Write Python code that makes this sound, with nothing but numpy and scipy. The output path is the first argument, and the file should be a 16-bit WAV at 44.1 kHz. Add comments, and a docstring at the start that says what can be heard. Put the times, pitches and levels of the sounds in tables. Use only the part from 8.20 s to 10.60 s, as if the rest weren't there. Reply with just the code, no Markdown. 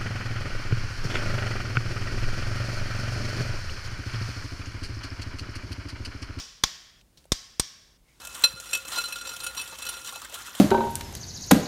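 """A small kitchen, one microphone close to a hand-held glass bowl: a wire whisk beats eggs and sugar.
From the start the wires tick, scrape the wall and stir a wet crackle. At 0.24 s they knock hard and
ring the glass, then the bowl bumps once on its mat. From 0.7 s the knocks crowd together and air
pockets plop and squelch out of the egg. After 1.9 s the knocks fade, leaving mostly ticks and crackle.
A low hum and faint room noise lie far behind throughout."""
import sys
import numpy as np
from scipy import signal
from scipy.fft import rfft, irfft
from scipy.io import wavfile

SR = 44100
rng = np.random.default_rng(int(sys.argv[2]) if len(sys.argv) > 2 else 0)


def int16_out(signal):
    """Quantize to a 16-bit WAV file."""
    q = np.round(np.clip(np.atleast_2d(signal).T, -1, 1) * 32767)
    wavfile.write(sys.argv[1], SR, q.astype(np.int16))


N = 105840  # 2.4 s

# Levels in the tables are relative: each source adds its own gain.
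# Wires knock on the glass. The point of contact decides how strongly each main mode rings;
# a clean knock rises fast, a glancing one slowly.
# start_s, clack_db, low_mode_db, middle_mode_db, high_mode_db, rise_s
KNOCKS = [(0.2371,-10,-23,-16.5,-5,0.0012), (0.246,-21,-33,-47,-18,0.0018),
          (0.5308,-15.5,-39,-17.5,-30.5,0.00024), (0.5487,-17.5,-52,-22,-42,0.00034),
          (.7185,-26,-46,-58,-36,0.0006), (0.725,-33,-37,-59,-28.5,0.0033), (0.756,-25,-34,-62,-27,0.0037),
          (0.771,-23.5,-26,-62,-26,0.004), (.782,-20,-21.5,-25,-20,0.0009), (0.8128,-26,-56,-43,-47,0.0024),
          (0.838,-26.5,-30,-55,-24.5,0.0012), (.854,-29,-54,-57,-27,0.00075),
          (0.881,-31,-42.5,-39,-41,0.0029), (0.9228,-24,-49,-27.5,-31,0.00075),
          (0.957,-27,-30.5,-54,-59,0.00095), (0.983,-38,-66,-54,-53,.001),
          (1.0105,-31,-37.5,-60,-34.5,0.00035), (1.048,-35.5,-36,-37,-35,0.0033),
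          (1.069,-26,-57,-40,-37,0.0024), (1.09,-27,-39,-53,-35,0.0014), (1.133,-44,-36,-48,-37,0.0025),
          (1.2018,-27.5,-41,-75,-47,0.00057), (1.228,-26,-34.5,-36.5,-40.5,0.013),
          (1.263,-22,-28,-31,-38,0.0025), (1.37,-26,-40,-34,-33.5,0.0076), (1.387,-26.5,-44,-27,-55,0.0094),
          (1.411,-28,-61,-44,-50,0.0024), (1.62,-27.5,-55,-34,-36,0.0017), (1.665,-23,-36,-37,-32,0.0006),
          (1.6864,-23,-37,-39,-40,0.0034), (1.737,-29.5,-34,-42,-42,0.0014),
          (1.768,-36.5,-38.5,-53,-37,0.0024), (1.849,-31,-55,-55,-41.5,0.027),
          (1.889,-31,-38.5,-65,-51,0.0017), (1.935,-44,-62,-70,-41,0.018), (2.168,-57,-40,-52,-58,0.0015),
          (2.268,-45,-42,-40,-48,0.0081)]
# Modes of the glass bowl: pitch_hz
BOWL_MODE_HZ = [533, 1408, 2608, 4085, 3010, 3530, 5704, 6830, 7455, 8140, 8695, 9455, 11435]
# Strength and ring time of the same modes: level_db, t60_s
BOWL_MODE_RING = [(-24.5, 0.34), (-3.5, 0.092), (-4, 0.086), (-3.5, 0.064), (-19.5, 0.12), (-20.5, 0.13),
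                  (-7.5, 0.048), (-19.5, 0.059), (-12.5, 0.062), (-14, 0.073), (-17, 0.063), (-11, 0.059),
                  (-15, 0.023)]
# Wires click against each other or swish through the mixture: start_s, level_db, rise_s
TICKS = [(0.0495,-19.5,0.00041), (0.0694,-22,0.003), (.143,-21.5,0.0084), (.162,-33,0.0058),
         (0.189,-24.5,0.004), (0.221,-24,0.0014), (0.4002,-18,0.0002), (0.457,-29,0.0014),
         (0.507,-23.5,0.0046), (0.571,-19.5,0.0011), (0.6504,-25,0.0022), (0.68,-20.5,0.0037),
         (1.161,-21.5,.005), (1.347,-21.5,0.002), (1.4747,-25,0.0017), (1.583,-22.5,0.0057),
         (1.651,-20,.002), (1.814,-33,0.00091), (1.846,-24,0.0009), (1.86,-25.5,0.0025),
         (1.872,-22.5,0.0022), (1.891,-31,0.0018), (1.924,-24,0.0011), (1.956,-22.5,0.0035),
         (2.017,-23,0.0012), (2.045,-23,0.0039), (2.095,-25.5,0.0037), (2.123,-28,.001),
         (2.136,-18.5,0.011), (2.154,-31,.001), (2.1625,-31,0.00061), (2.186,-27,0.0025),
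         (2.218,-25,0.0023), (2.291,-27.5,0.0024), (2.3501,-20,0.001), (2.377,-30,0.0016)]
# Scraping level, following the pressure of the whisk on the wall: time_s, level_db
WALL_PRESSURE = [(0,-41.5), (.2,-43), (.38,-42), (.5,-36.5), (.63,-42.5), (.74,-35.5), (.88,-38),
                 (1.0,-38.5), (1.1,-36), (1.18,-35), (1.28,-40.5), (1.42,-35.5), (1.57,-42.5), (1.7,-35),
                 (1.85,-41.5), (1.95,-36), (2.06,-47), (2.4,-49.5)]
# Crackle level, following the speed of the whisk through the mixture: time_s, level_db
STIR_SPEED = [(0,-47.5), (.07,-51), (.2,-43.5), (.37,-54), (.5,-48.5), (.62,-51), (.75,-40), (.9,-47.5),
              (1.0,-50), (1.1,-47), (1.19,-48), (1.27,-52), (1.42,-46.5), (1.57,-49.5), (1.69,-46),
              (1.81,-49), (1.9,-46), (2.0,-49.5), (2.045,-45), (2.085,-53), (2.16,-45), (2.28,-47),
              (2.32,-50), (2.4,-43)]
# Air pockets churned out of the egg: start_s, level_db, pitch_hz
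AIR_POCKETS = [(.684,-38,1150), (.727,-34,892), (0.766,-25.5,1014), (1.377,-30,1057), (1.523,-34.5,896),
               (1.594,-39,1130), (1.739,-41,1320), (1.923,-30.5,1100), (1.957,-33.5,1150),
               (2.017,-31.5,1154), (2.047,-29,1540), (2.125,-36.5,562), (2.28,-33,1300)]
# Spectrum of wires clacking on glass: frequency_hz, level_db
CLACK_SPECTRUM = [(100, -16), (400, -11.5), (1000, -3.5), (1500, 0.5), (2100, -8), (3000, 4.5), (4200, 3.5),
                  (5000, -2), (7500, -7.5), (10000, -10.5), (11500, -4.5), (16000, -14.5)]
# Spectrum of the light clicks and swishes: frequency_hz, level_db
TICK_SPECTRUM = [(200, -23.5), (700, 6), (1400, -13.5), (2200, -7), (3100, 9), (4700, -2), (7300, 7),
                 (10000, 0.5), (13000, 0), (16000, -11.5)]
# Spectrum of the crackling egg: frequency_hz, level_db
CRACKLE_SPECTRUM = [(120, -35), (200, -8), (320, -9.5), (520, -12), (916, -4.5), (1300, 1), (2330, -8),
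                    (3430, -1), (4520, -11), (7010, -6.5), (13600, -14), (16000, -17.5)]
# Spectrum of the room tone: frequency_hz, level_db
ROOM_SPECTRUM = [(25, -26), (64, 2.5), (335, -11.5), (1000, -21.5), (16000, -52)]

MAIN_MODES = slice(1, 4)  # the bowl's low, middle and high main modes
MODE_SCATTER_DB, CONTACT_S = 4.5, 0.004
WAVER_PER_S, FROTH_CYCLES = 70, 45


def knocks(t, clack_db=-10.5, main_modes_db=-0.1, other_modes_db=-6):
    """Each knock on the wall is a dense clack of chattering wires and the ring of the glass."""
    clack, blows = np.zeros(N), []
    for start_s, db, *main_db, rise_s in KNOCKS:
        mode_db = db + other_modes_db + MODE_SCATTER_DB * rng.standard_normal(len(BOWL_MODE_HZ))
        mode_db[MAIN_MODES] = np.array(main_db) + main_modes_db
        blows.append((start_s, rise_s, mode_db))
        envelope = contact(t, rise_s, CONTACT_S, t60_s=0.045)
        add(clack, start_s, undb(db + clack_db) * rng.standard_normal(len(t)) * envelope)
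    return flicker(colour(clack, CLACK_SPECTRUM), depth_db=2) + glass_ring(t, blows)


def glass_ring(t, blows, lag_s=0.002, after_ring_db=-38, detune=0.00451):
    """Blows (start_s, rise_s, mode_db) feed the bowl's modes, which ring on faintly as the wires leave."""
    out = 0
    for mode, (hz, (db, t60_s)) in enumerate(zip(BOWL_MODE_HZ, BOWL_MODE_RING)):
        energy = np.zeros(N)
        for start_s, rise_s, mode_db in blows:
            swell_s = rise_s + lag_s
            after_ring = undb(after_ring_db) * contact(t, swell_s, hold_s=0, t60_s=0.32)
            envelope = contact(t, swell_s, CONTACT_S, t60_s) + after_ring
            add(energy, start_s, (undb(db + mode_db[mode]) * envelope) ** 2)
        pitch_hz = hz * (1 + detune * wander(WAVER_PER_S))  # the pressing wires shift the mode a little
        out += np.sqrt(energy) * np.sin(2 * np.pi * np.cumsum(pitch_hz) / SR)
    return out


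def ticks(t, wires_db=-14.5, ring_db=-32.5):
    """Light, grainy clicks and swishes of the wires that barely ring the bowl."""
    pressure, blows = np.zeros(N), []
    for start_s, db, rise_s in TICKS:
        add(pressure, start_s, undb(db + wires_db) * contact(t, rise_s, hold_s=0, t60_s=0.041))
        mode_db = db + ring_db + MODE_SCATTER_DB * rng.standard_normal(len(BOWL_MODE_HZ))
        blows.append((start_s, rise_s, mode_db))
    wires = colour(pressure * grains(per_s=7000, spread_db=-3), TICK_SPECTRUM)
    return flicker(wires, depth_db=2) + glass_ring(t, blows)


def scrape(t, clock, gain_db=-8, lowest_mode_db=7, main_modes_db=-3):
    """Wires stick and slip over sugar grains on the wall; the bowl's modes come and go."""
    drive_db = np.zeros(len(BOWL_MODE_HZ))
    drive_db[0], drive_db[MAIN_MODES] = lowest_mode_db, main_modes_db
    pressure = undb(np.interp(clock, *np.array(WALL_PRESSURE).T) + gain_db)
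    slips = grains(per_s=350, spread_db=4) * pressure
    glass = sum(undb(db + drive) * np.sin(2 * np.pi * hz * t) * fade(t, t60_s)
                for hz, (db, t60_s), drive in zip(BOWL_MODE_HZ, BOWL_MODE_RING, drive_db))
    return convolve(flicker(slips, depth_db=3.5), glass)


def mixture(t, clock, crackle_db=0.5, clump_db=2, bubbles_db=-17, pops_db=-6):
    """Egg films crackle in clumps and tiny bubbles pop, louder as the whisk moves faster."""
    stir_db = np.interp(clock, *np.array(STIR_SPEED).T)
    films = grains(per_s=5000, spread_db=2)
    clumps = undb(stir_db + crackle_db + clump_db * wander(WAVER_PER_S))
    crackle = flicker(colour(films * clumps, CRACKLE_SPECTRUM), depth_db=3)
    plops = air_pockets(t)
    bubbles = undb(bubbles_db) * froth(t, per_s=70, hz=1262, cycles=FROTH_CYCLES, octaves=1)
    pops = undb(pops_db) * froth(t, per_s=450, hz=7180, cycles=24, octaves=1.92)
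    return crackle + plops + undb(stir_db) * (bubbles + pops)


def air_pockets(t, plop_db=-6, squelch_db=-10.5, squelch_s=0.011, spread_octaves=0.495):
    """Each air pocket plops and breaks into a squelch of four small bubbles."""
    out = np.zeros(N)
    for start_s, db, hz in AIR_POCKETS:
        add(out, start_s, undb(db + plop_db) * bubble(t, hz, cycles=60))
        for delay, pitch in rng.random((4, 2)):
            small_hz = hz * 2 ** (spread_octaves * (2 * pitch - 1))
            small = undb(db + squelch_db) * bubble(t, small_hz, FROTH_CYCLES)
            add(out, start_s + delay * squelch_s, small)
    return out


def froth(t, per_s, hz, cycles, octaves):
    """Bubbles burst at random times and pitches, most of them faintly; rms 1."""
    out = np.zeros(N)
    for when, pitch, size in rng.random((int(per_s * N / SR), 3)):
        bubble_hz = hz * 2 ** (octaves * (pitch - 0.5))
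        add(out, when * N / SR, size ** 2 * bubble(t, bubble_hz, cycles))
    return unit(out)


def bubble(t, hz, cycles, glide=0.03):
    """A short, damped tone that rises as the air pocket shrinks."""
    life_s = cycles / hz
    pitch_hz = hz * (1 + glide * np.minimum(t / life_s, 1))
    onset = np.minimum(t * hz / 2, 1)
    return np.sin(2 * np.pi * np.cumsum(pitch_hz) / SR) * fade(t, life_s) * onset


def bowl_bump(t, start_s=0.338, gain_db=-29.5, low_hz=124, high_hz=170, rise_s=0.0082):
    """The bowl settles on its mat on the counter with a soft thud."""
    out = np.zeros(N)
    thud = np.sin(2 * np.pi * low_hz * t) + 0.54 * np.sin(2 * np.pi * high_hz * t)
    add(out, start_s, undb(gain_db) * thud * fade(t, t60_s=0.044) * np.minimum(t / rise_s, 1))
    return out


def kitchen_reflections(direct, t, gain_db=-12.5, rise_s=0.0014):
    """The counter and nearby walls send a short, diffuse tail to the microphone."""
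    tail = rng.standard_normal(len(t)) * fade(t, t60_s=0.25) * np.minimum(t / rise_s, 1)
    return undb(gain_db) * convolve(direct, tail)


def room_tone(hum_hz=55.7, hum_db=-62.5, noise_db=-61.5):
    """Far behind the bowl, a wavering low hum over quiet room noise."""
    hum_band = signal.butter(2, [hum_hz * 0.88, hum_hz * 1.085], "band", fs=SR, output="sos")
    hum = signal.sosfilt(hum_band, rng.standard_normal(N))
    noise = colour(rng.standard_normal(N), ROOM_SPECTRUM)
    return undb(hum_db) * unit(hum) + undb(noise_db) * unit(noise)


def undb(db):
    """Decibels to gain."""
    return 10 ** (np.asarray(db) / 20)


def unit(x):
    """Scale to rms 1."""
    return x / np.sqrt(np.mean(x ** 2))


def add(out, start_s, x):
    """Mix a sound in at a given time."""
    i = int(np.clip(start_s * SR, 0, N - 1))
    out[i:i + len(x)] += x[:N - i]


def fade(t, t60_s):
    """Exponential decay, 60 dB down after t60_s."""
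    return np.exp(-np.log(1000) * np.maximum(t, 0) / t60_s)


def contact(t, rise_s, hold_s, t60_s):
    """Envelope of a contact: rise, hold, die away."""
    return np.minimum(t / rise_s, 1) * fade(t - rise_s - hold_s, t60_s)


def convolve(x, response):
    """Pass a sound through an impulse response scaled to unit energy."""
    return signal.fftconvolve(x, response / np.linalg.norm(response))[:N]


def colour(x, spectrum, size=8192):
    """Minimum-phase filter of unit power with the shape of the given spectrum."""
    hz, db = np.array(spectrum).T
    bin_hz = np.maximum(np.fft.rfftfreq(size, 1 / SR), 1)
    gain = undb(np.interp(np.log(bin_hz), np.log(hz), db))
    cepstrum = irfft(np.log(gain))
    cepstrum[1:size // 2] *= 2  # folding the cepstrum makes the filter causal
    cepstrum[size // 2 + 1:] = 0
    return convolve(x, irfft(np.exp(rfft(cepstrum))))


def grains(per_s, spread_db):
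    """Random impulses, a few much louder than the rest (softer if spread_db is negative); rms 1."""
    size = undb(spread_db * np.minimum(rng.exponential(size=N), 4))
    return unit((rng.random(N) < per_s / SR) * size * rng.choice([-1, 1], N))


def wander(per_s):
    """Continuous random drift between -2 and 2."""
    points = rng.uniform(-2, 2, size=1024)
    return np.interp(np.arange(N) * (per_s / SR), np.arange(len(points)), points)


def flicker(x, depth_db, per_s=45):
    """The level of each half octave wavers quickly on its own."""
    octave = np.log2(np.clip(np.fft.rfftfreq(N, 1 / SR), 2 ** 9, 2 ** 14))
    spectrum, out = rfft(x), 0
    for centre in np.arange(9, 14.5, 0.5):
        band = np.maximum(1 - 2 * abs(octave - centre), 0)
        out += irfft(spectrum * band, N) * undb(depth_db * wander(per_s))
    return out


def scene():
    """Whisk, bowl and mixture close up, the kitchen behind; mono."""
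    clock = np.arange(N) / SR
    t, bubble_t = clock[:SR // 4], clock[:SR // 10]  # seconds within one event
    far = room_tone()
    near = knocks(t) + ticks(t) + scrape(t, clock) + bowl_bump(t) + mixture(bubble_t, clock)
    return (near + kitchen_reflections(near, t) + far)[None]


def record(dry, top_hz=15800):
    """The recorder cuts the top steeply."""
    return signal.sosfilt(signal.ellip(10, 0.2, 80, top_hz, fs=SR, output="sos"), dry)


dry = scene()
out = record(dry)
int16_out(out)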